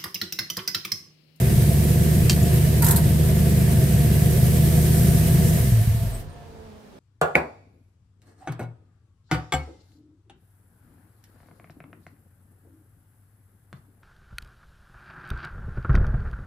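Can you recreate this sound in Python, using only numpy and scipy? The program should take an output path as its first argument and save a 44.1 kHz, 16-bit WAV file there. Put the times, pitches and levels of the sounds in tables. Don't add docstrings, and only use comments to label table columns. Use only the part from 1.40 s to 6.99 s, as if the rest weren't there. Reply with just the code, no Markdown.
import sys
import numpy as np
from scipy import signal
from scipy.fft import rfft, irfft, next_fast_len
from scipy.io import wavfile
from scipy.ndimage import uniform_filter1d, map_coordinates

SR = 44100
rng = np.random.default_rng(int(sys.argv[2]) if len(sys.argv) > 2 else 0)


def volts(x):
    e = np.asarray(x, float) / 20
    return 10 ** e


def int16_out(signal):
    q = np.round(np.clip(np.atleast_2d(signal).T, -1, 1) * 32767)
    wavfile.write(sys.argv[1], SR, q.astype(np.int16))


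N = 246500

BANK_SIGNS = [1, -1, -1, 1, -1, 1, 1, -1]
CYLINDER_DB = [4.5, .3, -4.5, -.4, 4.2, 0, -4.2, .3]
# pitch_hz, level_db
PIPES_TOGETHER = [(20, -40), (45, -18), (58, -9), (77, 0), (96, -14), (125, -2), (154, 0), (175, -3),
                  (231, -19), (300, -24), (385, -22), (480, -28), (700, -34), (1500, -60)]
# pitch_hz, level_db
PIPES_APART = [(20, -34), (48, -12), (67, -14), (87, -15), (106, -7), (125, 0), (150, -4), (183, -12),
               (202, -8), (250, -28), (350, -22), (480, -28), (700, -32), (1500, -62)]
# pitch_hz, level_db
UNEVEN_BURNS = [(15, -71), (30, -12), (48, -6), (80, -8), (108, 4), (118, 4), (130, 6.5), (150, -8),
                (175, -1.5), (195, -2.5), (228, -11), (250, -26), (500, -34), (1500, -71)]
# pitch_hz, level_db
UNFIRED_PIPES = [(20, -37), (40, -2), (70, 1.5), (92, -4.5), (107, 16.5), (122, 7), (150, -3.5), (200, -5),
                 (240, -21.5), (500, -34.5), (1500, -65)]
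# pitch_hz, level_db (per Hz)
ROAR_COLOUR = [(140, -40), (230, -1), (264, -7), (376, 5.5), (434, -5), (482, -1.5), (593, -14),
               (681, -1.5), (720, -23), (745, -40), (804, -63.5), (975, -36), (1200, -22), (1560, -76),
               (2640, -120)]
GEAR_COLOUR = [(470, -48), (800, -41), (977, -5.5), (1310, -5), (1780, 3), (2380, -1), (3090, -1.5),
               (3450, -4), (4100, -4.5), (7000, -16), (9100, -44), (15400, -120)]
HISS_COLOUR = [(2940, -19.5), (5000, -5), (6690, -5), (9170, 1.5), (11000, -2.5), (12600, 3.5),
               (14100, -1.5), (15600, -8)]
# start_s, firings_hz
IDLE_SPEED = [(0, 70.5), (.25, 73.5), (.65, 76.7), (1.3, 76.3), (1.75, 77.2), (2.2, 76.8), (2.35, 73.7),
              (2.5, 72.4), (2.8, 75.9), (3.1, 77.4), (3.55, 78), (3.85, 79.9), (4.1, 80.2), (4.16, 79)]
# start_s, level_db
ENGINE_LOAD = [(0, 0), (1.2, 0), (1.7, -1), (2.5, -0.5), (3.6, 2), (4.12, 1)]
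# start_s, level_db
UNFIRED_STROKES = [(4.2, -21.5), (4.3, -16), (4.42, -20), (4.46, -24), (4.53, -14), (4.6, -30),
                   (4.652, -12), (4.71, -34.5), (4.76, -40)]
# pitch_hz, level_db, unsteadiness_hz
PUMP_HUMS = [(703, -47, 9), (906, -57, 8), (1000, -60, 10), (1615, -63, 12), (1741, -61, 20)]
# start_s, peak_db
LEVER_HITS = [
    (.8962, -17),
    (.8995, -23),
    (.908, -25),
    (.9175, -27),
    (.929, -30),
]
# pitch_hz, level_db
LEVER_TONES = [(2370, -5), (2720, 1.5), (3160, 1.5), (3650, -30.5), (4160, -1), (4550, 6), (5000, -11),
               (5450, 1), (6100, -13), (6750, 0), (7350, 1), (8200, -20), (8750, -11), (9120, 4)]
# pitch_hz, level_db
LEVER_BLOW = [(600, -24), (1200, -6), (2400, -2.5), (3200, -6), (4500, 3), (6000, 2), (9000, -3),
              (10500, -14), (13000, -3), (15800, -18.5)]
# start_s, peak_db
BRAKE_TEETH = [
    (1.422, -11.5),
    (1.4437, -12.5),
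    (1.4641, -14),
    (1.484, -13),
    (1.508, -9.5),
    (1.5604, -9.5),
]
# pitch_hz, level_db (per Hz)
PAWL_COLOUR = [(1760, -32), (3000, -16.5), (4010, -12), (4270, -9), (4640, -10), (5820, -15), (8640, -2.5),
               (10700, -3.5), (11800, -0.5), (13600, -1.5), (15600, -12.5)]
# pitch_hz, level_db (per Hz)
CABLE_COLOUR = [(450, -33), (760, -6), (814, -13.5), (929, 1.5), (1190, -15), (1410, -5), (1590, -12.5),
                (1920, -10.5), (3000, -31), (3900, -47), (6600, -120)]
# start_s, level_db
FAN_LOUDNESS = [(0, -41.5), (4.2, -36.5), (4.9, -60), (5.08, -50.5), (5.16, -45.5), (5.35, -45),
                (5.5, -56.5), (5.59, -48)]
# start_s, peak_db, pitch_hz, t60_s (time to fall 60 dB), relative_spread
SMALL_TICKS = [
    (.878, -25, 12300, 0.033, 0.044),
    (1.0288, -27, 7140, 0.034, .03),
    (1.1384, -28, 12770, .08, .04),
    (4.724, -40, 8380, 0.091, .045),
    (4.745, -39, 8150, 0.13, .02),
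    (4.895, -58, 8900, 0.1, .012),
    (4.926, -60, 8800, 0.13, .012),
]
# pitch_hz, level_db (per Hz)
BOOM_COLOUR = [(15, -45), (30, -10), (62, -5.5), (85, -1), (105, -2), (125, -14.5), (150, -6.5), (180, -23),
               (300, -94)]
# pitch_hz, level_db (per Hz)
STREET_COLOUR = [(70, -39), (120, -10), (180, -13), (230, -9.5), (306, -17), (400, -14), (500, -14.5),
                 (700, -19), (960, -21), (2000, -30), (5000, -35.5), (7000, -40), (12000, -44.5),
                 (15600, -49)]
# pitch_hz, t60_s
GARAGE_ECHO = [(60, 0.55), (300, 0.56), (2000, 0.13), (12000, 0.061)]
# pitch_hz, likeness (1 = the same)
EAR_LIKENESS = [(60, 1), (125, 0.5), (250, 0.5), (500, 0.65), (1000, 0.013), (4000, 0.13), (12000, 0)]
# pitch_hz, level_db
EAR_LEAN = [(60, -.3), (125, -.3), (250, -1.8), (500, -3), (1000, -2.2), (2000, -1.2), (4000, -3),
            (6000, 1), (8500, 4), (11500, -3), (15000, -2)]

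CUT_S, FIRE_OUT_S, STOP_S, SETTLE_S = 4.16, .05, 4.8, .09


def engine():
    turn = np.cumsum(speed()) / SR
    running = ramp([STOP_S, STOP_S + SETTLE_S], [1, 0]) ** 2
    return exhaust(turn, running) + running * (gas_and_gears(turn) + case()) + pump_hums()


def exhaust(turn, running):
    t = np.arange(N) / SR
    at = np.flatnonzero(np.diff(np.floor(turn)) * (t[1:] < STOP_S))
    which = np.arange(len(at)) % 8
    even, banked = np.zeros((2, N))
    even[at] = volts(np.take(CYLINDER_DB, which))
    banked[at] = np.take(BANK_SIGNS, which) * even[at]

    fire = ramp([CUT_S, CUT_S + FIRE_OUT_S], [1, 0])
    uneven = fire * np.sqrt(40 / SR) * rng.standard_normal(N) * volts(4 * np.cos(np.pi * turn / 2))
    unfired = (1 - fire) * (even + .45 * banked) * volts(1.5 * wobble(30))

    def longer_pipe(hz):
        return causal(PIPES_APART)(hz) * np.exp(-2j * np.pi * hz * 0.004014)

    pipes = filtered(fire * even, causal(PIPES_TOGETHER))
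    pipes += filtered(fire * banked, longer_pipe)
    pipes += filtered(uneven, causal(UNEVEN_BURNS))
    pipes += filtered(unfired, causal(UNFIRED_PIPES))

    fired_db = -17
    load_db, = curves(ENGINE_LOAD)
    strokes_db, = curves([(CUT_S, fired_db), *UNFIRED_STROKES])
    effort_db = np.where(t < CUT_S, fired_db + 0.22 * load_db, strokes_db)
    pump_db = -22 + ramp([CUT_S, CUT_S + 0.21, STOP_S - 0.24, STOP_S], [-30, 0, 0, -9])
    pumping = volts(pump_db) * running ** 2 * np.sin(4 * np.pi * turn) * volts(2.5 * wobble(38))
    return garage(volts(effort_db) * running * steady(pipes) + pumping, wet_db=-17)


def gas_and_gears(turn):
    load_db, = curves(ENGINE_LOAD)
    slowed = slowed_db()
    roar_db = -33 + 0.45 * load_db + 3 * slowed
    gear_db = -39 + 0.42 * load_db + 1.02 * slowed
    hiss_db = -32.5 + 1.2 * load_db + 1.26 * slowed
    puff_db = 0.99 * np.cos(2 * np.pi * turn)
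    puff_db += 0.71 * np.cos(np.pi * turn / 2)
    puff_db += 0.84 * np.cos(np.pi * turn / 4 + .8)
    roar = volts(roar_db + puff_db) * rush(ROAR_COLOUR, patchy_db=-1.0)
    gear = volts(gear_db + 0.54 * puff_db + 0.23 * wobble(29.57)) * rush(GEAR_COLOUR, patchy_db=1.0)
    hiss = volts(hiss_db + 0.65 * puff_db + 0.44 * wobble(30.02)) * rush(HISS_COLOUR, patchy_db=0.7)
    return roar + gear + hiss


def case():
    level_db = -45 + .25 * slowed_db() + 4.2 * wobble(25.09)
    return volts(level_db) * np.sin(2 * np.pi * 668 * np.arange(N) / SR + 2.0 * wobble(35))


def pump_hums():
    t = np.arange(N) / SR
    hums = np.zeros(N)
    for hz, db, rate in PUMP_HUMS:
        hums += volts(db + 4 * wobble(rate)) * np.sin(2 * np.pi * hz * t + 1.5 * wobble(rate))
    end_s, fade_db_per_s = 5.15, 150
    return hums * volts(0.69 * slowed_db() - fade_db_per_s * np.maximum(t - end_s, 0))


def speed():
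    t = np.arange(N) / SR
    friction_hz, drag_s = 60, 1.1
    since_cut = np.clip(t, CUT_S, STOP_S) - CUT_S
    coast = (IDLE_SPEED[-1][1] + friction_hz) * np.exp(-since_cut / drag_s) - friction_hz
    return np.where(t < CUT_S, curves(IDLE_SPEED)[0], coast)


def slowed_db():
    return (np.arange(N) / SR > CUT_S) * 20 * np.log10(speed() / IDLE_SPEED[-1][1])


def lever():
    bar, blow, t = np.zeros(N + SR), np.zeros(N + SR), np.arange(SR // 8) / SR
    for s, db in LEVER_HITS:
        ring = np.zeros(len(t))
        for hz, level in LEVER_TONES:
            phase = rng.uniform(0, 2 * np.pi)
            ring += volts(level + rng.normal(0, 4.2)) * np.sin(2 * np.pi * hz * t + phase)
        add_at(bar, s, volts(db - 15 - 60 * t / .05) * ring)
        add_at(blow, s, volts(db + 5.0 - 60 * t / 0.036) * rng.standard_normal(len(t)))
    return garage(bar[:N] + filtered(blow[:N], causal(LEVER_BLOW)), wet_db=-8)


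def handbrake():
    spray, t = np.zeros(N + SR), np.arange(SR // 8) / SR
    for s, db in BRAKE_TEETH:
        fall = volts(db - 7.5 - 60 * t / 0.11) + volts(db - 11 - 60 * t / 0.012)
        add_at(spray, s, fall * (1 - np.exp(-t / 0.0013)))
    first, last = BRAKE_TEETH[0][0], BRAKE_TEETH[-1][0] + 0.038
    stroke_db = ramp([first - .012, first, first + 0.073, last, last + 0.049, last + .1],
                     [-40, 0, 4, -5.5, -30, -90])
    scrape = volts(-33 + stroke_db + 2.4 * wobble(120)) * rush(CABLE_COLOUR, patchy_db=1.5)
    return spray[:N] * rush(PAWL_COLOUR, patchy_db=-2.0) + scrape


def fan():
    blade_hz, coast_s, coast_hz_per_s2 = 241, 4.5, 38
    hz = blade_hz - coast_hz_per_s2 * np.maximum(np.arange(N) / SR - coast_s, 0) ** 2
    phase = 2 * np.pi * np.cumsum(hz * (1 + .015 * wobble(25))) / SR
    tones = np.zeros((2, N))
    for k, level, lag in [(1, -3.5, 0.21), (2, -3.5, 0.61), (3, -8.0, 1.0), (4, -16.5, 1.0)]:
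        for ear, side in enumerate((-1, 1)):
            tones[ear] += volts(level + 3.0 * wobble(18)) * np.sin(k * phase + side * lag)
    return volts(curves(FAN_LOUDNESS)[0]) * tones


def ticks():
    x, t = np.zeros(N + SR), np.arange(SR // 4) / SR
    for s, db, hz, t60, share in SMALL_TICKS:
        luck = rng.standard_normal((9, 2))
        tone_hz = hz * (1 + share * luck[:, :1])
        ring = np.sin(2 * np.pi * tone_hz * t + 3 * luck[:, 1:]).sum(axis=0)
        add_at(x, s, volts(db - 8.5 - 60 * t / t60) * ring * (1 - np.exp(-t / 0.00096)))
    return x[:N]


def street():
    rest = STOP_S + SETTLE_S - .03
    rise_s, drone_db, drone_end_s = 0.13, -45.5, 5.36
    boom_db = ramp([rest - rise_s, rest, rest + 0.14, drone_end_s, drone_end_s + 0.065],
                   [drone_db, -37, drone_db, drone_db - 3.5, drone_db - 13])
    street_db = -43.5 + ramp([rest - rise_s, rest, rest + 1], [4, 0, -5.5])
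    boom = rush(BOOM_COLOUR, patchy_db=-4.0)
    boom = boom / np.sqrt(abs(uniform_filter1d(boom[0] ** 2, size=3500)) + 1e-9)
    return volts(boom_db) * boom + volts(street_db - 3.0) * rush(STREET_COLOUR, patchy_db=0.8)


def garage(x, wet_db):
    hz, t, z = signal.stft(rng.standard_normal((2, SR // 2)), SR, nperseg=1024)
    fall = volts(-60 * t / along(GARAGE_ECHO, hz)[:, None])
    tail = signal.istft(z * fall, SR, nperseg=1024)[1]
    wet = signal.fftconvolve(x[None], tail / np.linalg.norm(tail[0]), axes=1)[:, :N]
    return x + volts(wet_db) * spread(wet, np.ones_like)


def rush(spectrum, patchy_db):
    z = signal.stft(rng.standard_normal((2, N)), nperseg=512)[2]
    field = uniform_filter1d(rng.standard_normal(z.shape[1:]), size=6, axis=0)
    field = uniform_filter1d(field, size=12, axis=1)
    pair = signal.istft(z * volts(patchy_db * unit(field)), nperseg=512)[1][:, :N]
    return unit(spread(pair, lambda hz: volts(along(spectrum, hz))))


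def spread(pair, gain):
    def mid_side_gain(hz):
        angle = np.arccos(np.clip(along(EAR_LIKENESS, hz), -1, 1)) / 2
        return gain(hz) * [np.cos(angle), np.sin(angle)]

    mid, side = filtered(pair, mid_side_gain)
    return np.array([mid + side, mid - side])


def filtered(x, response):
    m = 2 * next_fast_len(N // 2 + SR // 2)
    return irfft(rfft(x, m) * response(np.fft.rfftfreq(m, 1 / SR)), m)[..., :N]


def causal(points):
    def response(hz):
        c = irfft(np.log(volts(along(points, hz))))
        c[1:len(hz) - 1] *= 2
        c[len(hz):] = 0
        return np.exp(rfft(c))
    return response


def steady(x):
    power = uniform_filter1d(uniform_filter1d(x ** 2, size=9000), size=9000)
    return x / np.sqrt(abs(power) + 1e-12)


def unit(x):
    return x / np.sqrt(np.mean(x ** 2) + 1e-20)


def add_at(track, start_s, burst):
    track[round(start_s * SR):][:len(burst)] += burst


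def along(points, hz):
    f, v = np.transpose(points)
    return np.interp(np.log(hz + 1), np.log(f + 1), v)


def curves(rows):
    s, *cols = np.transpose(rows)
    return [np.interp(np.arange(N) / SR, s, c) for c in cols]


def ramp(times, values):
    return np.interp(np.arange(N) / SR, times, values)


def wobble(rate):
    return map_coordinates(rng.standard_normal(int(N * rate / SR) + 4), [np.arange(N) * rate / SR])


def scene():
    return engine() + lever() + handbrake() + fan() + ticks() + street()


def roll_off(x):
    return signal.sosfilt(signal.butter(12, 15800, fs=SR, output="sos"), x)


def record(dry):
    def lean(hz):
        return volts(along(EAR_LEAN, hz) * [[.5], [-.5]]) * (hz < 15780)

    mix = filtered(dry, lean)
    return roll_off(mix)


dry = scene()
out = record(dry)
int16_out(out)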